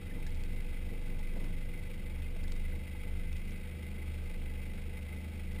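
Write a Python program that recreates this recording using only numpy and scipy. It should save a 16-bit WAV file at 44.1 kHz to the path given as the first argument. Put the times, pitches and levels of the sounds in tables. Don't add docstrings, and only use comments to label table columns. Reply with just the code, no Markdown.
import sys
import numpy as np
from scipy import signal
from scipy.fft import rfft, irfft, next_fast_len
from scipy.io import wavfile
from scipy.ndimage import uniform_filter1d, map_coordinates

SR = 44100
rng = np.random.default_rng(int(sys.argv[2]) if len(sys.argv) > 2 else 0)


def generate_wav(signal):
    frames = np.transpose(np.atleast_2d(signal))
    scaled = np.clip(frames, -1, 1) * 32767
    pcm = np.round(scaled).astype(np.int16)
    wavfile.write(sys.argv[1], SR, pcm)


def amplitude_ratio(level_db):
    exponent = np.asarray(level_db, float) / 20
    return 10 ** exponent


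N = 246945


def unit(x):
    return x / np.sqrt(np.mean(x ** 2) + 1e-20)


def curve(rows):
    s, value = np.transpose(rows)
    return uniform_filter1d(np.interp(np.arange(N) / SR, s, value), size=SR // 30)


def swells(rows):
    t = np.arange(N) / SR
    return sum(db * np.exp(-.5 * ((t - s) / half) ** 2) for s, db, half in rows)


def wobble(rate):
    return map_coordinates(rng.standard_normal(int(N * rate / SR) + 4), [np.arange(N) * rate / SR])


def filtered(x, response):
    m = next_fast_len(N + SR // 2)
    return irfft(rfft(x, m) * response(np.fft.rfftfreq(m, 1 / SR)), m)[..., :N]


def coloured(x, points):
    f, db = np.transpose(points)
    return unit(filtered(x, lambda hz: amplitude_ratio(np.interp(np.log(hz + 1), np.log(f + 1), db))))


def resonant(x, modes):
    def response(f):
        total = 0
        for k, (centre, width, db) in enumerate(modes):
            damping = 1j * f * width
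            total = total + (-1) ** k * amplitude_ratio(db) * damping / (centre ** 2 - f ** 2 + damping)
        return total
    return unit(filtered(x, response))


def taps(rows, snap, crack, gain_db):
    out, t = np.zeros(N + SR), np.arange(SR // 5) / SR
    for s, db, hz, t60 in rows:
        fall = amplitude_ratio(-60 * t / max(t60, .003)) * (1 - np.exp(-t / 0.00007))
        tap = fall * (np.sin(2 * np.pi * hz * t) + crack * rng.standard_normal(len(t)))
        out[round(s * SR):][:len(t)] += amplitude_ratio(db + gain_db) * (tap + snap * (t == 0))
    return out[:N]


# (time [s], firing rate [Hz])
SPEED = [(0.0, 24.8), (0.23, 22.67), (0.5, 24.27), (0.76, 24.83), (1.08, 23.33), (1.5, 23.67),
         (1.98, 24.84), (2.11, 24.98), (2.37, 23.13), (2.7, 25.7), (3.26, 24.39), (3.7, 26), (3.94, 25.75),
         (4.18, 25.08), (4.44, 25.25), (4.66, 24.91), (4.91, 25.75), (5.6, 26.31)]


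def engine_speed():
    rate_hz = curve(SPEED)
    return rate_hz, np.cumsum(rate_hz) / SR + .88


# (time [s], change [dB], half length [s])
SHAKE_SWELLS = [
    (1.85, -4.5, 0.14),
    (2.66, 2.5, 0.13),
    (2.87, -6, .04),
    (3.15, 4, 0.11),
    (3.8, -11, 0.042),
    (3.94, 3, 0.051),
    (4.4, 4, 0.12),
    (5.08, -3, .06),
    (5.28, -10, 0.048),
    (5.53, 8.5, 0.11),
]


def cab_level(firings):
    cab_hz, cab_width_hz, cab_db = 23.79, 2.12, -33.5
    frame_share, frame_lead = 0.22, 1.7
    push = np.exp(2j * np.pi * firings)
    pole = np.exp((2j * np.pi * cab_hz - np.pi * cab_width_hz) / SR)
    sprung = signal.lfilter([1 - abs(pole)], [1, -pole], push)
    frame = frame_share * np.exp(1j * frame_lead) * push
    return cab_db + 20 * np.log10(np.abs(sprung + frame)) + swells(SHAKE_SWELLS)


# (time [s], level [dB])
BOOM = [(0, -66), (1.7, -60.5), (2.5, -46.5), (3.0, -43.5), (5.6, -42)]
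# (time [s], change [dB], half length [s])
FLEXES = [(.08, 10, 0.026), (.26, 25.5, 0.021), (.39, 26, 0.04), (.54, 21, 0.034), (1.36, 11, .03),
          (1.57, 20.5, .03), (1.87, 14.5, 0.042), (2.17, 11.5, 0.088), (2.33, -18, .03), (2.42, 7, 0.039),
          (2.7, 5, .1), (3.15, 4.5, 0.029), (3.23, -9.5, .02), (3.34, 5, 0.034), (3.42, -7.5, 0.024),
          (3.6, -7, .03), (4.13, 4, .08), (4.33, -13, 0.027), (4.59, 1.5, 0.038), (4.76, -4, .07)]


def roof_level():
    return curve(BOOM) + swells(FLEXES)


# (multiple of firing rate [-], slow level re growl [dB], fast level re growl [dB])
EXHAUST = [(2, -11, 0), (2.5, -12, -5.5), (3.5, -3, -10), (4, 2.5, -8), (5, -4, -3), (6, -5, -8),
           (7, -0.5, 0.5), (8, -3.5, -2.5), (9, -8.5, -9), (11, -8, -19.5), (13, -19.5, -16.5)]
# (centre [Hz], width [Hz], level re mean growl [dB])
MOUNT = (487, 32.8, -7.5)


def orders(firings, rate_hz):
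    turn = 2 * np.pi * firings
    growl_db = -55 + wobble(12)

    def wavering(k):
        phase = k * (turn + .012 * wobble(6)) + rng.uniform(0, 7)
        return amplitude_ratio(1.5 * wobble(4)) * np.cos(phase)

    lag = 2 * np.pi * (.1 + .15 * (rate_hz - 23.5))
    shake = amplitude_ratio(cab_level(firings)) * np.cos(turn - lag)
    boom = amplitude_ratio(roof_level()) * np.cos(3 * turn + 1.85 + 0.6 * wobble(4.15))
    fast = np.clip((rate_hz - 24.2) / 1.2, 0, 1)
    growl = sum(amplitude_ratio(slow_db + fast * (fast_db - slow_db)) * wavering(k) for k, slow_db, fast_db in EXHAUST)
    hz, width, db = MOUNT
    whine = sum(wavering(k) / (1 + (2 * (k * rate_hz - hz) / width) ** 2) for k in range(18, 22))
    return np.sqrt(2) * (shake + boom + amplitude_ratio(growl_db) * growl + amplitude_ratio(growl_db.mean() + db) * whine)


CYLINDERS = [-2.5, -1, 2.5, 1.7]


def strokes(firings, spread, valve_db, scatter_db):
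    stroke = firings.astype(int)
    size = rng.standard_normal((stroke[-1] + 1, 2))[stroke]
    part = firings - stroke

    def hump(centre, width):
        return np.exp(-.5 * ((part - centre) / width) ** 2)

    burn = amplitude_ratio(np.array(CYLINDERS)[stroke % 4] + scatter_db * size[:, 0]) * hump(0.3, spread)
    valve = amplitude_ratio(valve_db + scatter_db * size[:, 1]) * hump(0.73, 0.19)
    return burn + valve


# (centre [Hz], width [Hz], level [dB])
BLOCK = [(1260, 178, -13), (1540, 71, -8), (1673, 84, -10.5), (2020, 114, -5), (2240, 45, -1.5),
         (2534, 50, -5.5), (2820, 130, -14.5), (3268, 95, -10.5), (3752, 95, -12), (4530, 120, -23.5),
         (5250, 60, -22)]
# (frequency [Hz], level per Hz [dB])
HISS = [(500, -31), (900, -7.5), (1800, -19.5), (2300, 6), (3500, -6.5), (5500, -10.5), (9000, -12)]
# (centre [Hz], width [Hz], level [dB])
CASE = [(484, 36, -4.5), (863, 23.3, -8), (347, 47, -4.5)]


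def clatter(firings):
    gas_hz = 2049
    drift = np.cumsum(30 * wobble(110)) / SR
    ring = np.cos(2 * np.pi * (gas_hz * np.arange(N) / SR + drift))
    knock = unit(strokes(firings, spread=0.14, valve_db=-2.5, scatter_db=3.5) * ring)
    beat = .9 + strokes(firings, spread=.11, valve_db=-2, scatter_db=1.2)

    def gritty_noise():
        return beat * amplitude_ratio(1.5 * wobble(250)) * rng.standard_normal(N)

    rung = resonant(gritty_noise(), BLOCK)
    broad = coloured(gritty_noise(), HISS)
    mount = resonant((beat + 0.35) * rng.standard_normal(N), CASE)
    mix = amplitude_ratio(-3.0) * knock + amplitude_ratio(-1.5) * rung + amplitude_ratio(-0.5) * broad + amplitude_ratio(-3.0 + wobble(2.87)) * mount
    return amplitude_ratio(-58.5) * mix


# (time [s], peak [dB], ring [Hz], t60 [s])
KNOCKS = [
    (0.169, -39.5, 283, 0.06),
    (0.533, -40.5, 266, 0.044),
    (0.891, -55, 460, 0.082),
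    (0.928, -43.5, 460, 0.12),
    (1.135, -40, 241, 0.081),
    (1.363, -44, 505, 0.093),
    (1.442, -41, 257.5, 0.044),
    (2.738, -45.5, 480, 0.068),
]
# (time [s], peak [dB], ring [Hz], t60 [s])
CLINKS = [
    (0.186, -52, 864, 0.085),
    (0.361, -56, 860, 0.1),
    (0.862, -59, 850, 0.096),
    (1.198, -53.5, 860, 0.16),
    (1.365, -57, 850, 0.11),
    (2.198, -55.5, 870, 0.0772),
    (2.739, -57.5, 841, 0.11),
    (2.949, -51.5, 843.3, 0.077),
]
# (time [s], peak [dB], ring [Hz], t60 [s])
CLONKS = [
    (1.369, -50, 663, 0.075),
    (2.361, -48.5, 646, 0.064),
]
# (time [s], peak [dB], ring [Hz], t60 [s])
SQUEAKS = [
    (0.1115, -48, 1800, 0.06),
    (0.2644, -46.5, 1710, 0.051),
    (2.4442, -50, 1710, 0.041),
]


def trim_contacts():
    return taps(KNOCKS + CLINKS + CLONKS + SQUEAKS, snap=0, crack=0.074, gain_db=-0.5)


# (time [s], peak [dB], ring [Hz], t60 [s])
TICKS = [(.2662, -52, 3700, .05), (.3055, -54, 3460, .015), (.3468, -53, 3800, .01),
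         (.352, -55, 3500, .015), (.4364, -46, 3780, .015), (1.192, -56, 3270, .03),
         (1.2375, -54, 3030, .015), (2.4398, -51, 4900, .012), (2.4803, -49, 3640, .022),
         (2.52, -44, 4400, .02), (2.563, -57, 3300, .03), (3.3283, -51, 3740, .02),
         (3.3658, -53, 3010, .03), (3.508, -56, 3830, .025)]


def mount_ticks():
    impacts = taps(TICKS, snap=9.4, crack=3.3, gain_db=-1.5)
    return filtered(impacts, lambda hz: 1j * hz / (2500 + 1j * hz))


# (frequency [Hz], level per Hz [dB])
RUMBLE = [(8, -7), (20, -16), (40, -6), (60, -2), (95, -7.5), (112, -11.5), (190, -8), (400, -17.5),
          (600, -23), (900, -33), (1100, -32), (2000, -66)]
# (time [s], level [dB])
JOLT = [(0, -43.5), (.7, -46.5), (1.2, -50.5), (2.3, -51.5), (2.8, -76), (5.6, -59)]
# (centre [Hz], width [Hz], level [dB])
PANEL = [(69.7, 7.2, 7.5), (80.9, 9.2, 6.5)]


def road():
    bumps = [(s, 0.31 * (db + 54.5), 0.033) for s, db, _, _ in KNOCKS + CLONKS]
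    rumble_db = -58 + swells(bumps)
    lumps = amplitude_ratio(1.17 * wobble(10))
    rumble = amplitude_ratio(rumble_db + 6.5) * coloured(lumps * rng.standard_normal(N), RUMBLE)
    return rumble + amplitude_ratio(curve(JOLT)) * resonant(rng.standard_normal(N), PANEL)


def scene():
    rate_hz, firings = engine_speed()
    engine = orders(firings, rate_hz) + clatter(firings)
    return (engine + trim_contacts() + mount_ticks() + road())[None]


def slow_sampling(x):
    hold_hz = 12000
    base = filtered(x, lambda hz: np.clip((hold_hz / 2 - hz) / 450, 0, 1) ** 0.85)
    imaged = base * (1 + 2 * np.cos(2 * np.pi * hold_hz * np.arange(N) / SR))
    return filtered(imaged, lambda hz: np.sinc(hz / hold_hz) * np.exp(-1j * np.pi * hz / hold_hz))


# (frequency [Hz], level [dB])
MASK = [(4500, -125), (6000, -107), (7500, -105), (9800, -105), (10800, -100.5), (12000, -104),
        (13200, -100), (14500, -104), (15050, -100), (15400, -88), (15700, -60)]


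def masked(x):
    hz, t, z = signal.stft(x, SR, window="cosine", nperseg=2048)
    power = uniform_filter1d(np.abs(z) ** 2, size=13, axis=1)
    f, db = np.transpose(MASK)
    floor_db = np.interp(hz, f, db, left=-300)[:, None]
    slow_db = 1.5 * wobble(5)[np.minimum(t * SR, N - 1).astype(int)]
    spare_db = slow_db + rng.standard_normal(len(t))
    heard = power > amplitude_ratio(2 * (floor_db - spare_db))
    return signal.istft(z * heard, SR, window="cosine", nperseg=2048)[1][:, :N]


def roll_off(x):
    return signal.sosfilt(signal.butter(12, 16080, fs=SR, output="sos"), x)


def record(dry):
    heard = masked(slow_sampling(dry))
    mix = filtered(heard, lambda hz: amplitude_ratio(1.8 * np.minimum(hz / 13000, 1) ** 4))
    return roll_off(mix)


dry = scene()
out = record(dry)
generate_wav(out)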